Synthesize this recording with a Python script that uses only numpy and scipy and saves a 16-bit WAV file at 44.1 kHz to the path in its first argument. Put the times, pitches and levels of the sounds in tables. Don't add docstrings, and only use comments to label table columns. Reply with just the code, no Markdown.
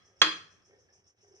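import sys
import numpy as np
from scipy import signal
from scipy.fft import rfft, irfft, next_fast_len
from scipy.io import wavfile
from scipy.ndimage import uniform_filter1d, map_coordinates

SR = 44100
rng = np.random.default_rng(int(sys.argv[2]) if len(sys.argv) > 2 else 0)


def generate_wav(sig):
    pcm = np.round(np.clip(np.atleast_2d(sig).T, -1, 1) * 32767).astype(np.int16)
    wavfile.write(sys.argv[1], SR, pcm)


def boost(x):
    u = np.asarray(x, float) / 20
    return 10 ** u


N = 61739
PAD = SR // 2
LEFT_LAG_S = 0.00019


def filtered(x, response):
    size = next_fast_len(x.shape[-1] + SR // 4)
    hz = np.fft.rfftfreq(size, 1 / SR)
    return irfft(rfft(x, size) * response(hz), size)[..., :x.shape[-1]]


def unit(x):
    return x / np.sqrt(np.mean(x ** 2) + 1e-30)


def along(points, hz):
    point_hz, value = np.transpose(points)
    return np.interp(np.log(hz + 1), np.log(point_hz + 1), value)


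def curve(rows):
    return np.interp(np.arange(N) / SR, *np.transpose(rows))


def wobble(rate):
    return map_coordinates(rng.standard_normal(200), [np.arange(N) * rate / SR])


def shaped_noise(shape, spectrum):
    noise = rng.standard_normal(shape)
    return unit(filtered(noise, lambda hz: boost(along(spectrum, hz))))


def spread(pair, alike):
    def mid_side(hz):
        turn = np.arccos(np.clip(along(alike, hz), -1, 1)) / 2
        return np.array([np.cos(turn), np.sin(turn)])

    mid, side = filtered(pair, mid_side)
    return np.array([mid + side, mid - side])


def at_ports(x, lag_s=LEFT_LAG_S, balance=((1000, -1.5),)):
    def half(hz):
        return boost(along(balance, hz) / 2) * np.exp(-1j * np.pi * hz * lag_s)

    return filtered(x, lambda hz: np.array([half(hz), 1 / half(hz)]))


def ring(modes, t):
    out = 0
    for k, (hz, db, t60) in enumerate(modes):
        decay = boost(db + rng.normal(0, 1) - 60 * t / t60)
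        out = out + (-1) ** k * decay * np.sin(2 * np.pi * hz * t)
    return out


def room(x):
    # (frequency [Hz], decay by 60 dB [s])
    kitchen = [(150, 1), (500, 0.2994), (1500, 0.41), (4000, 0.36), (8000, 0.42), (14000, 0.3)]
    # (frequency [Hz], correlation [-1 to 1])
    tail_alike = [(100, 0.46), (300, .8), (700, .5), (1500, 0.13), (5000, 0.034)]
    delay_s = 0.0044
    beyond_db, beyond_t60_s, beyond_top_hz = -32.5, 1.08, 2740
    hz, t, z = signal.stft(rng.standard_normal((2, SR)), SR, nperseg=256)
    decay = boost(-60 * t / along(kitchen, hz)[:, None])
    near = signal.istft(z * decay, SR, nperseg=256)[1][:, :SR]
    t = np.arange(SR) / SR
    near = near * np.clip(t / delay_s - 1, 0, 1)
    far = rng.standard_normal((2, SR)) * boost(-60 * t / beyond_t60_s) * np.clip(t / 0.021, 0, 1)
    far = filtered(far, lambda hz: 1 / (1 + (hz / beyond_top_hz) ** 4))
    tail = near / np.linalg.norm(near[0]) + boost(beyond_db) * far / np.linalg.norm(far[0])
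    return signal.fftconvolve(x[None], spread(tail, tail_alike), axes=1)[:, :len(x)]


def air():
    # (frequency [Hz], level [dB per Hz])
    air_colour = [(15, -46), (30, -30), (86, -9), (233, -13), (445, -14.5), (1170, -21), (3260, -22.5),
                  (4260, -32.5), (7100, -38.5), (9500, -46), (15500, -54.5)]
    # (frequency [Hz], correlation [-1 to 1])
    air_alike = [(60, 0.36), (300, 0.29), (1000, 0.2), (5000, 1)]
    air_db, hum_db = -73, -75.5
    hum_hz, hum_width_hz = 96, 17
    z = signal.stft(rng.standard_normal((2, N)), nperseg=512)[2]
    patches = uniform_filter1d(rng.standard_normal(z.shape[1:]), size=6, axis=0)
    patches = uniform_filter1d(patches, size=8, axis=1)
    pair = signal.istft(z * boost(2 * unit(patches)), nperseg=512)[1][:, :N]
    coloured = filtered(pair, lambda hz: boost(along(air_colour, hz)))
    hiss = unit(spread(coloured, air_alike))
    sides = np.array([[1], [-1]])
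    hiss = filtered(hiss, lambda hz: np.exp(-1j * np.pi * hz * LEFT_LAG_S * sides))
    hum = filtered(rng.standard_normal(N), lambda hz: 1 / (1 + ((hz - hum_hz) / hum_width_hz) ** 2))
    return boost(air_db + 0.83 * wobble(12)) * hiss + boost(hum_db) * unit(hum)


def insect():
    # (time [s], level [dB])
    chirps = [(0.048, -60), (0.192, -59.5), (0.359, -60.5), (0.5053, -62.5), (0.6473, -62), (0.7874, -63),
              (0.926, -58), (1.067, -58.5), (1.209, -62.5), (1.271, -68), (1.3483, -60)]
    # (frequency [Hz], level [dB per Hz])
    rasp_colour = [(4300, -39), (4800, -17.5), (5200, -4.5), (5900, 4), (6300, -4.5), (7000, -16.5),
                   (9300, -26), (10000, -47.5)]
    # (frequency [Hz], level [dB per Hz])
    chorus_colour = [(2530, -58), (4300, -26.5), (4700, -22), (4960, -7.5), (5210, -4.5), (5850, -3),
                     (6090, -7), (7000, -19.5), (9500, -25.5), (12400, -66), (20900, -120)]
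    pulse_s, glide_from_hz, glide_to_hz = .01, 6200, 4898
    lead_s, lead_db = .0238, 0.5
    rasp_db, rasp_rise_s, rasp_t60_s = -4, 0.009, .35
    walls_t60_s, chorus_db = 0.42, -79.5

    u = np.arange(round(pulse_s * SR)) / (pulse_s * SR)
    glide_hz = glide_from_hz + (glide_to_hz - glide_from_hz) * u
    pulse = np.sin(np.pi * u) * (0.14 + u) * np.sin(2 * np.pi * np.cumsum(glide_hz) / SR)
    t = np.arange(SR // 4) / SR
    rasp_shape = boost(-60 * t / rasp_t60_s) * (1 - np.exp(-t / rasp_rise_s))
    pulses, rasp_level = np.zeros(N + SR), np.zeros(N + SR)
    for s, db in chirps:
        for at, pulse_db in ((s - lead_s, lead_db), (s, 0)):
            start = round((at - pulse_s / 2) * SR)
            pulses[start:][:len(u)] += boost(db + pulse_db + rng.normal(0, 1)) * pulse
        rasp_level[round(s * SR):][:len(t)] += boost(db + rasp_db) * rasp_shape

    t = np.arange(SR // 2) / SR
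    walls = rng.standard_normal((2, len(t))) * boost(-60 * t / walls_t60_s) * np.clip(t / 0.0087, 0, 1)
    echo = signal.fftconvolve(pulses[None], walls / np.linalg.norm(walls[0]), axes=1)[:, :N]
    rasp_level = rasp_level[:N]
    rasp = shaped_noise((3, N), rasp_colour)
    chorus = shaped_noise((3, N), chorus_colour)[1:]
    direct = at_ports(pulses[:N] + rasp_level * rasp[0])
    diffuse = 1.1 * rasp_level * rasp[1:]
    return direct + diffuse + echo + boost(chorus_db + 1.5 * wobble(7.6)) * chorus


def drag():
    # (time [s], level [dB])
    effort = [(0, -74.5), (.1, -76.5), (.19, -73), (.5, -84.5), (.64, -80), (.74, -62.5), (.82, -82.5),
              (.94, -74.5), (1.02, -80.5), (1.15, -84), (1.24, -72.5), (1.32, -70), (1.4, -70.5)]
    # (frequency [Hz], width [Hz], level [dB])
    counter = [(387, 36, -2), (529.6, 50, -5.5), (738, 120, -11), (1577, 75, -13.5), (1820, 73, -9.5),
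               (2220, 100, -11.5)]
    # (time [s], level [dB], frequency [Hz])
    ticks = [(0.887, -60.5, 1734), (1.065, -66.5, 308.4)]
    # (centre time [s], level [dB], frequency [Hz])
    groans = [(0.714, -64, 470), (.738, -57.5, 422), (0.773, -64, 404.6), (.79, -63.5, 512.6),
              (.86, -67.5, 493), (1.24, -62, 411), (1.284, -64.5, 394), (1.318, -54.5, 400.5),
              (1.343, -56.5, 381), (1.388, -60, 410.5)]
    slips_per_s, slip_spread_db, soft_hz = 270, 5, 2460
    tick_t60_s, groan_s = .06, 0.025

    def body(f):
        out = 0
        for k, (centre, width, db) in enumerate(counter):
            resonance = 1j * f * width / (centre * centre - f * f + 1j * f * width)
            out = out + (-1) ** k * boost(db) * resonance
        return out / (1 + 1j * f / soft_hz) ** 2

    slips = (rng.random(N) < slips_per_s / SR) * boost(slip_spread_db * rng.standard_normal(N))
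    rub = 0.052 * rng.standard_normal(N)
    x = unit(filtered(slips + rub, body)) * boost(curve(effort))
    t = np.arange(SR // 10) / SR
    for s, db, hz in ticks:
        x[round(s * SR):][:len(t)] += ring([(hz, db, tick_t60_s)], t) * (1 - np.exp(-t / 0.00084))
    u = np.arange(round(groan_s * SR)) / (groan_s * SR)
    x = np.pad(x, (0, len(u)))
    for s, db, hz in groans:
        tone = np.sin(2 * np.pi * (hz * groan_s * u + rng.random()))
        x[round((s - groan_s / 2) * SR):][:len(u)] += boost(db) * np.sin(np.pi * u) ** 2 * tone
    x = x[:N]
    return at_ports(x) + boost(-7) * room(x)


def clinks():
    # (time [s], level [dB])
    strikes = [(-.33, 0.5), (0.2163, -1)]
    # (delay [s], level [dB])
    chatter = [(0, 2), (.0021, -5.5), (.0045, -7), (.0068, -4), (.0088, -10.5)]
    # (frequency [Hz], level [dB], decay by 60 dB [s])
    dish = [(184.4, -28, 0.12), (265, -28, 0.041), (376, -31.5, 0.093), (470, -32, 0.11),
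            (542.2, -21.5, 0.035), (1072, -12.5, 0.036), (1138.5, -11, 0.045), (1242.7, -13, 0.26),
            (1359, -13, .025), (1652.5, -7.5, 0.034), (1863, -8.5, 0.027), (1981, -17, .15),
            (2199, -10.5, 0.027), (2963, -34, 0.046), (3270, 3.5, 0.019), (3363, -22, .08),
            (3576, -16.5, 0.055), (4149.6, -7.5, 0.11), (4808, -10.5, .04), (5325, -26, 0.045),
            (6120, -17.5, 0.031), (6705, -26.5, 0.049), (6766, -36, 0.043), (7900, -28, .015),
            (8500, -18.5, 0.005), (9500, -41, 0.0042), (10900, -40.5, 0.022), (13300, -37.5, .01),
            (14100, -42, 0.014)]
    # (frequency [Hz], level [dB per Hz])
    snap_colour = [(71, -77.5), (120, -28.5), (1350, -10.5), (2590, -7), (3300, -9.5), (5270, -20.5),
                   (6080, -17), (8770, -51), (15500, -65)]
    # (frequency [Hz], level [dB], decay by 60 dB [s])
    boom = [(314.5, -25.5, 0.28), (328.8, -31, .26)]
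    # (frequency [Hz], left over right [dB])
    dish_balance = [(300, -5), (1400, -7.5), (2600, -3.5), (3800, -10), (6000, 13.5), (13000, 4.5)]
    snap_db, snap_t60_s, attack_s = -1.5, 0.015, .0006
    boom_rise_s, low_cut_hz, kitchen_db = 0.034, 120, -5
    dish_left_lag_s = -0.00011

    t = np.arange(PAD) / SR
    out = 0
    for s, db in strikes:
        x = np.zeros(N + 2 * PAD)
        for delay, hit_db in chatter:
            snap = boost(snap_db - 60 * t / snap_t60_s) * shaped_noise(PAD, snap_colour)
            blow = (ring(dish, t) + snap) * (1 - np.exp(-t / attack_s))
            x[PAD + round((s + delay) * SR):][:PAD] += boost(db + hit_db - 8) * blow
        x = filtered(x, lambda hz: (1j * hz / (low_cut_hz + 1j * hz)) ** 4)
        both = at_ports(x, dish_left_lag_s, dish_balance) + boost(kitchen_db) * room(x)
        hum = sum(boost(level - 60 * t / t60) * np.sin(2 * np.pi * hz * t) for hz, level, t60 in boom)
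        hum = hum * (1 - np.exp(-(t / boom_rise_s) ** 2))
        both[:, PAD + round(s * SR):][:, :PAD] += boost(db) * hum
        out = out + both[:, PAD:PAD + N]
    return out


def scene():
    # (time [s], level [dB])
    swell = [(0, -0.5), (.15, -5), (.2, 1.5), (.6, -0.5), (.9, -2.5), (1.0, -2), (1.03, -6.5), (1.07, -1),
             (1.11, -5), (1.15, -17.5), (1.175, -6.5), (1.2, -1.5), (1.4, 0)]
    background = boost(curve(swell)) * (insect() + air())
    return background + drag() + clinks()


def low_pass(x):
    return signal.sosfilt(signal.butter(12, 15730, fs=SR, output="sos"), x)


def record(dry):
    ceiling, knee = .92, 4
    mix = dry / (1 + np.abs(dry / ceiling) ** knee) ** (1 / knee)
    return low_pass(mix)


dry = scene()
out = record(dry)
generate_wav(out)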